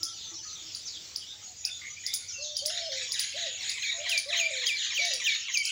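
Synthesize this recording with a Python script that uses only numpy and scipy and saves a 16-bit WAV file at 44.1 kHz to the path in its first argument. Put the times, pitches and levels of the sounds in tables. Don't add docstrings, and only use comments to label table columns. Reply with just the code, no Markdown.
import sys
import numpy as np
from scipy import signal
from scipy.fft import rfft, irfft, next_fast_len
from scipy.io import wavfile
from scipy.ndimage import uniform_filter1d, map_coordinates

SR = 44100
rng = np.random.default_rng(int(sys.argv[2]) if len(sys.argv) > 2 else 0)


def store_pcm(level_fs):
    pcm = np.round(np.clip(level_fs, -1, 1) * 32767).astype(np.int16)
    wavfile.write(sys.argv[1], SR, np.atleast_2d(pcm).T)


N = 251811


def amp(db):
    return 10 ** (np.asarray(db) / 20)


def unit(x):
    return x / np.sqrt(np.mean(x ** 2) + 1e-20)


def along(points, hz):
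    f, v = np.transpose(points)
    return np.interp(np.log(hz + 1), np.log(f + 1), v)


def curves(rows, t):
    s, *cols = np.transpose(rows)
    return [np.interp(t, s, c) for c in cols]


def clock(length):
    return np.arange(max(int(length * SR), 8)) / SR


def wobble(t, rate):
    own = np.random.default_rng(rng.integers(2 ** 31))
    knots = own.standard_normal(int(t[-1] * rate) + 4)
    return map_coordinates(knots, [t * rate + 1])


def filtered(x, gain):
    m = next_fast_len(N + SR // 2)
    return irfft(rfft(x, m) * gain(np.fft.rfftfreq(m, 1 / SR)), m)[:N]


def add(track, s, note):
    i = int(np.clip(round(s * SR), 0, N))
    track[i:i + len(note)] += note[:N - i]


def fade(t, edge):
    return np.sin(np.pi / 2 * np.clip(np.minimum(t, t[-1] - t) / edge, 0, 1)) ** 2


def syrinx(t, hz, partials_db, rough, jitter=0.049, jitter_rate=650, shimmer_db=4):
    hz = hz * (1 + rough * jitter * wobble(t, jitter_rate))
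    phase = 2 * np.pi * np.cumsum(hz) / SR
    tone = 0
    for k, db in enumerate(partials_db, 1):
        below_nyquist = k * hz < SR / 2
        tone = tone + amp(db) * np.sin(k * phase) * below_nyquist
    return tone * amp(rough * shimmer_db * wobble(t, 330))


def outdoors(x, wet_db):
    # frequency in Hz, time to decay by 60 dB in seconds.
    decay_time = [(500, 0.37), (2500, 0.42), (6000, 0.25), (10000, 0.31), (16000, 0.091)]
    out, t = x.copy(), np.arange(N) / SR
    for second in range(7):
        hz, age, grains = signal.stft(rng.standard_normal(SR // 2), SR, nperseg=256)
        decay_db = -60 * age / along(decay_time, hz)[:, None]
        tail = signal.istft(grains * amp(decay_db), SR, nperseg=256)[1]
        tail = np.pad(tail, (SR // 300, 0)) / np.linalg.norm(tail)
        share = np.clip(1 - abs(t - second), 0, 1)
        out += amp(wet_db) * signal.fftconvolve(x * share, tail)[:N]
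    return out


def trill(length):
    t = clock(length)
    shake = np.sin(2 * np.pi * 58 * t + 1.35 * wobble(t, 35.9))
    hz = 6740 + 200 * shake + 80 * wobble(t, 10.72)
    return amp(0.5 * shake) * syrinx(t, hz, [0, -32], rough=0.262) * fade(t, 0.013)


def chirp(length, from_hz, to_hz, rough):
    t = clock(length)
    return syrinx(t, np.geomspace(from_hz, to_hz, len(t)), [-1, -28], rough) * fade(t, 0.008)


def rasp(length, pitch_hz, rough, rate=31, swing=0.121, pulse_db=2, stagger=2, drift=0.0538):
    t = clock(length)
    cycle = 2 * np.pi * rate * t + rough * stagger * wobble(t, 45)
    flick = swing * signal.sawtooth(cycle, .12)
    hz = pitch_hz * (1 + flick + rough * drift * wobble(t, 130.55))
    voice = syrinx(t, hz, [-11.5, -1.5, -15.5, -30.0, -30.0, -41, -39], rough, jitter=0.0551)
    return voice * amp(-pulse_db * np.cos(cycle)) * fade(t, 0.015)


def squawk(length, from_hz, to_hz):
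    t = clock(length)
    hz = to_hz + (from_hz - to_hz) * (1 - t / t[-1]) ** 2
    return syrinx(t, hz / 2, [-17, 2.5, -1, -26, -27, -19], rough=1.0) * fade(t, 0.021)


def air():
    # time in seconds, level in dB.
    rumble = [(0, -64), (1.3, -68), (1.9, -65), (3, -66.5), (4, -70), (5.71, -73)]
    # frequency in Hz, relative spectrum level in dB.
    low_band = [(20, -32), (50, -10.5), (88, 3), (130, -5.5), (220, -22), (600, -42), (2000, -86)]
    # frequency in Hz, relative spectrum level in dB.
    hiss_band = [(20, -20), (200, -9.5), (500, -12), (1200, -17.5), (3000, -6), (7500, -3), (8800, -28.5),
                 (13500, -21.5), (15200, -29), (16000, -40)]
    t = np.arange(N) / SR
    low = unit(filtered(rng.standard_normal(N), lambda hz: amp(along(low_band, hz))))
    hiss = unit(filtered(rng.standard_normal(N), lambda hz: amp(along(hiss_band, hz))))
    low_db = curves(rumble, t)[0] + 0.4 * wobble(t, 23)
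    hiss_db = -53.5 + 2.2 * wobble(t, 8.2)
    return low * amp(low_db) + hiss * amp(hiss_db)


def flock_bed(flock, band, db):
    far = unit(filtered(flock, lambda hz: amp(along(band, hz))))
    swell = np.sqrt(abs(uniform_filter1d(far ** 2, SR // 6)) + 0.023)
    return amp(db) * far / swell


def chorus(sparrow_count=900, babbler_count=80, piper_count=170):
    # time in seconds, level in dB before a common trim.
    sparrow_level = [(0.0, -44), (0.33, -43.5), (1.26, -50), (1.4, -52.5), (2.16, -52.5), (2.69, -37.5),
                     (3.99, -48), (4.47, -43.5), (4.56, -47), (5.02, -35), (5.44, -42), (5.71, -41.5)]
    # time in seconds, level in dB.
    babbler_level = [(0, -81), (.7, -58), (1.3, -85), (2.1, -53), (2.6, -62), (2.8, -46), (3.7, -43),
                     (4.02, -43.5), (4.6, -38), (5.3, -47.5), (5.71, -36)]
    # frequency in Hz, gain in dB.
    sparrow_band = [(2000, -37), (2800, 1), (3500, 3.5), (5000, 5), (6200, 4.5), (7200, -24), (8000, -7),
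                    (9000, -30), (16000, -51.5)]
    # frequency in Hz, gain in dB.
    babbler_band = [(1000, -39), (1400, -6.5), (1750, -8), (2300, 10), (3500, 2), (5000, -31), (7000, 8),
                    (8500, 8.5), (14000, -15)]
    sparrow_trim_db, sparrow_spread_db = -1, 10
    sparrows, babblers, pipers = np.zeros((3, N))
    for when, pitch, length, size, glide in rng.random((sparrow_count, 5)):
        t = clock(0.0096 + 0.064 * length)
        hz = (3100 + 4150 * pitch) * np.exp(0.0301 * wobble(t, 91.7) + 7 * (glide - .6) * t)
        note = syrinx(t, hz, [0], rough=0.37) * fade(t, 0.0067)
        add(sparrows, when * N / SR, amp(sparrow_spread_db * size) * note)
    for when, pitch, size in rng.random((babbler_count, 3)):
        add(babblers, when * N / SR, amp(2.7 * size) * rasp(0.11, 1400 + 1100 * pitch, rough=0.67))
    for when, pitch, length, size in rng.random((piper_count, 4)):
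        t = clock(0.029 + 0.09 * length)
        hz = (650 + 1800 * pitch) * np.exp(0.0449 * wobble(t, 14.3))
        note = syrinx(t, hz, [0], rough=0.84) * fade(t, 0.051)
        add(pipers, when * N / SR, amp(4.6 * size) * note)
    t = np.arange(N) / SR
    out = amp(-68) * unit(outdoors(pipers, wet_db=-9.0))
    sparrow_db = curves(sparrow_level, t)[0] + sparrow_trim_db
    out += flock_bed(outdoors(sparrows, wet_db=-2), sparrow_band, sparrow_db)
    out += flock_bed(outdoors(babblers, wet_db=-2), babbler_band, curves(babbler_level, t)[0])
    return out


def small_birds():
    # start in seconds, end in seconds, level in dB.
    twitter = [(0, .9, -51), (1.418, 2.75, -48), (3.074, 3.95, -43.5), (4.488, 5.7, -43)]
    # start in seconds, pitch in Hz, level in dB.
    pipes = [(0, 1332, -58.5), (0.447, 1262, -54.5), (1.044, 1267, -64.5), (1.331, 830, -67)]
    # start in seconds, level in dB.
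    slurs = [(.21, -50), (.55, -47.5), (.93, -55), (1.26, -46), (1.69, -44), (2.07, -43), (2.46, -44)]
    # start in seconds, length in seconds, first pitch in Hz, last pitch in Hz, level in dB.
    chirps_and_glints = [(.235, 0.087, 6420, 5850, -46.5), (.36, 0.19, 6040, 6030, -45),
                         (.851, 0.048, 6720, 4160, -39), (.922, .045, 4200, 3080, -44.5),
                         (1.191, 0.053, 3500, 2790, -51.5), (1.9, 0.021, 6070, 5990, -38),
                         (1.962, 0.021, 2264, 2560, -46), (2.279, 0.04, 6410, 4860, -38),
                         (2.316, 0.046, 6150, 6440, -38.5), (2.335, 0.061, 2770, 2657, -45),
                         (2.406, 0.05, 5600, 3490, -39.5), (2.418, 0.047, 6650, 5980, -36.5),
                         (2.599, 0.035, 4540, 4520, -37), (2.807, 0.099, 5230, 5240, -43),
                         (3.482, 0.054, 3750, 3740, -44), (4.38, .04, 6600, 6720, -30),
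                         (4.837, 0.018, 6400, 6100, -34), (5.084, 0.04, 6060, 5900, -41),
                         (5.535, 0.017, 6460, 6290, -26.5), (5.6, 0.17, 3100, 3120, -41.5)]
    twitter_every_s, twitter_s = .1415, 0.085
    out = np.zeros(N)
    for start, end, db in twitter:
        for s in np.arange(start, end, twitter_every_s):
            add(out, s, amp(db) * trill(twitter_s))
    for s, hz, db in pipes:
        add(out, s, amp(db) * chirp(0.111, hz, hz, rough=.3))
    for s, db in slurs:
        add(out, s, amp(db) * chirp(0.075, from_hz=3480, to_hz=3704, rough=0.75))
    for s, length, from_hz, to_hz, db in chirps_and_glints:
        add(out, s, amp(db) * chirp(length, from_hz, to_hz, rough=0.29))
    return outdoors(out, wet_db=3.0)


def doves():
    # start in seconds, length in seconds, pitch in Hz,
    # level in dB before a common trim.
    far_coos = [(0, 0.055, 322, -56), (0.31, 0.054, 329, -55.5), (0.613, 0.082, 321, -60),
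                (0.957, 0.047, 316, -59.5), (2.677, 0.165, 611.4, -56.5), (3.932, 0.1, 675, -54)]
    # start in seconds, length in seconds, upper register from and until in seconds
    # after the start, pitch aimed at in Hz, last pitch in Hz, level in dB at the throat's resonance.
    coos = [(2.377, 0.18, 0.15, 0.15, 623.5, 594, -47.5), (2.613, .44, .09, .28, 653, 491, -42),
            (3.337, 0.19, 0.028, 0.13, 690, 485, -42), (3.976, 0.2, 0.061, .18, 677, 550, -45),
            (4.254, .43, .05, .255, 631.3, 476.5, -41), (4.982, .215, 0.022, 0.13, 689, 469, -42.5)]
    start_hz, rise_s = 503.7, 0.02956
    break_ratio, break_s = 1.165, 0.013
    throat_hz, throat_width_hz, throat_db = 605, 92, 12
    release_share, release_db = 0.23, 8
    out = np.zeros(N)
    for s, length, hz, db in far_coos:
        t = clock(length)
        add(out, s, amp(db + 0.5) * syrinx(t, hz, [0, -18], rough=0.37) * fade(t, 0.011))
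    for s, length, up, down, aim_hz, last_hz, db in coos:
        t = clock(length)
        jump_up = np.clip((t - up) / break_s + .5, 0, 1)
        jump_down = np.clip((t - down) / break_s + .5, 0, 1)
        rise = (aim_hz - start_hz) * np.exp(-t / rise_s)
        sag = (aim_hz - last_hz) * t / length
        hz = (aim_hz - rise - sag) * break_ratio ** (jump_up - jump_down)
        resonance_db = throat_db * (np.exp(-((hz - throat_hz) / throat_width_hz) ** 2) - 1)
        dying_db = release_db * np.clip(1 - (1 - t / length) / release_share, 0, 1)
        voice = syrinx(t, hz, [1, -29], rough=.08) * fade(t, 0.012)
        add(out, s, amp(db + resonance_db - dying_db) * voice)
    return outdoors(out, wet_db=-6)


def warbler():
    # time of the loudest point in seconds, level in dB before a common trim,
    # lift of the far ends of the sweep in dB before a common trim.
    ticks = [(0.032, -25.5, 8), (0.7496, -28, 3.5), (1.1613, -25, 0.5), (1.6517, -22.5, 3),
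             (2.065, -26, 6.5), (2.1382, -27, 19), (2.5684, -21.5, 5.5), (2.66, -28, 18.5),
             (3.1209, -25, 10.5), (3.1948, -25.5, 17.5), (3.6954, -27, 8.5), (4.0945, -29, 14),
             (4.1777, -25.5, 14), (4.6691, -25, 5.5), (5.051, -24.5, 4), (5.1364, -26, 11),
             (5.5739, -22, 2), (5.6533, -24, 9.5)]
    # time from its start in seconds, nominal pitch in Hz,
    # relative level in dB.
    arch = [(0, 3450, -13), (.0035, 4760, -20), (.006, 4810, 9.5), (.008, 6450, -5.5), (.0105, 8330, -24.5),
            (.013, 10000, -7.5), (.022, 9600, -12.5), (.025, 7920, -45), (.0265, 6270, -12),
            (.029, 4850, -7), (.038, 4340, -27)]
    # delay in seconds, level in dB under the tick.
    echoes = [(.0023, -9), (.0052, -13), (.021, -12)]
    out, t = np.zeros(N), clock(arch[-1][0])
    hz, shape_db = curves(arch, t)
    off_centre = np.clip(abs(hz - 5200) / 1700, 0, 1)
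    for s, db, ends_db in ticks:
        start = s - arch[2][0]
        detune = 1 + 0.0108 * rng.normal()
        tick = syrinx(t, hz * detune, [0, -25 + ends_db, -28], rough=0.54)
        tick *= amp(db - 3.5 + shape_db + (ends_db - 1.0) * off_centre) * fade(t, 0.00043)
        add(out, start, tick)
        for delay, echo_db in echoes:
            add(out, start + delay, amp(echo_db) * tick)
    return outdoors(out, wet_db=-4.5)


def churrs():
    # start in seconds, last pitch in Hz, level in dB.
    churr_notes = [(1.633, 2615, -45), (1.812, 2190, -43), (2.034, 2160, -46)]
    rise_ratio = 1.08
    out = np.zeros(N)
    for s, hz, db in churr_notes:
        add(out, s, amp(db) * chirp(0.0827, hz / rise_ratio, hz, rough=0.95))
    return outdoors(out, wet_db=-9)


def chatter():
    # start in seconds, level in dB.
    rasps = [(2.671, -39), (2.906, -38.5), (3.128, -38), (3.357, -34.5), (3.598, -36.5), (3.811, -34.5),
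             (4.05, -35), (4.28, -32.5), (4.525, -33.5), (4.756, -34.5), (5.004, -34), (5.241, -31.5)]
    rasp_s, rasp_hz = 0.13, 1907
    soft_rough, soft_db, clears_per_db = .9, -38, .06
    out = np.zeros(N)
    for s, db in rasps:
        rough = np.clip(soft_rough - clears_per_db * (db - soft_db), 0, 1)
        add(out, s, amp(db) * rasp(rasp_s, rasp_hz, rough))
        add(out, s + 0.098, amp(db - 6.5) * squawk(.028, from_hz=3600, to_hz=2148))
        add(out, s + 0.022, amp(-44) * trill(rasp_s))
    return outdoors(out, wet_db=-1.5)


def whistles():
    # time of the drop in seconds, pitch at the middle of the held note in Hz,
    # level of the held note in dB, lift of the lead-in in dB.
    whistle_notes = [(3.824, 2270, -29.5, -17), (4.111, 2368, -24, -8.5), (4.392, 2374, -22.5, -1),
                     (4.683, 2346, -25, -0.5), (4.968, 2260, -24.5, -7), (5.263, 2297, -24, -2),
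                     (5.542, 2300, -24, -12)]
    lead_s, hold_s, lead_ratio = .026, 0.0853, 1.37
    drop_s, drop_db = 0.012, -2
    lead_rise, hold_sag = 7000, 700
    tones, squawks, t = np.zeros(N), np.zeros(N), clock(lead_s + hold_s)
    high = np.exp(-(np.maximum(t - lead_s, 0) / drop_s) ** 1.44)
    leading = np.clip((lead_s - t) / 0.0035, 0, 1)
    slope_hz = -lead_rise * np.maximum(lead_s - t, 0) - hold_sag * (t - lead_s - hold_s / 2)
    for s, held_hz, db, lead_db in whistle_notes:
        hz = held_hz * (1 + (lead_ratio - 1) * high) + slope_hz
        hz = hz * (1 + 0.011 * wobble(t, 85.0))
        note = syrinx(t, hz, [-4, -19 + 13 * leading, -24, -35, -32, -41], rough=0.26)
        level_db = db + drop_db * high + lead_db * leading + 3.0 * wobble(t, 49.0)
        add(tones, s - lead_s, note * amp(level_db) * fade(t, 0.0061))
        add(squawks, s - .076, amp(db - 14.5) * squawk(.055, from_hz=3100, to_hz=1866))
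    return outdoors(tones, wet_db=-11) + outdoors(squawks, wet_db=-4)


def scene():
    birds = chorus() + small_birds() + doves() + warbler() + churrs() + chatter() + whistles()
    return (air() + birds)[None]


def record(dry):
    # frequency in Hz, gain in dB.
    response = [(7600, 1), (8700, -2.5), (9900, -8.5), (11500, -10.5), (13800, -13.5), (14900, 13)]
    top_hz = 15850
    return np.array([filtered(x, lambda hz: amp(along(response, hz)) * (hz < top_hz)) for x in dry])


dry = scene()
out = record(dry)
store_pcm(out)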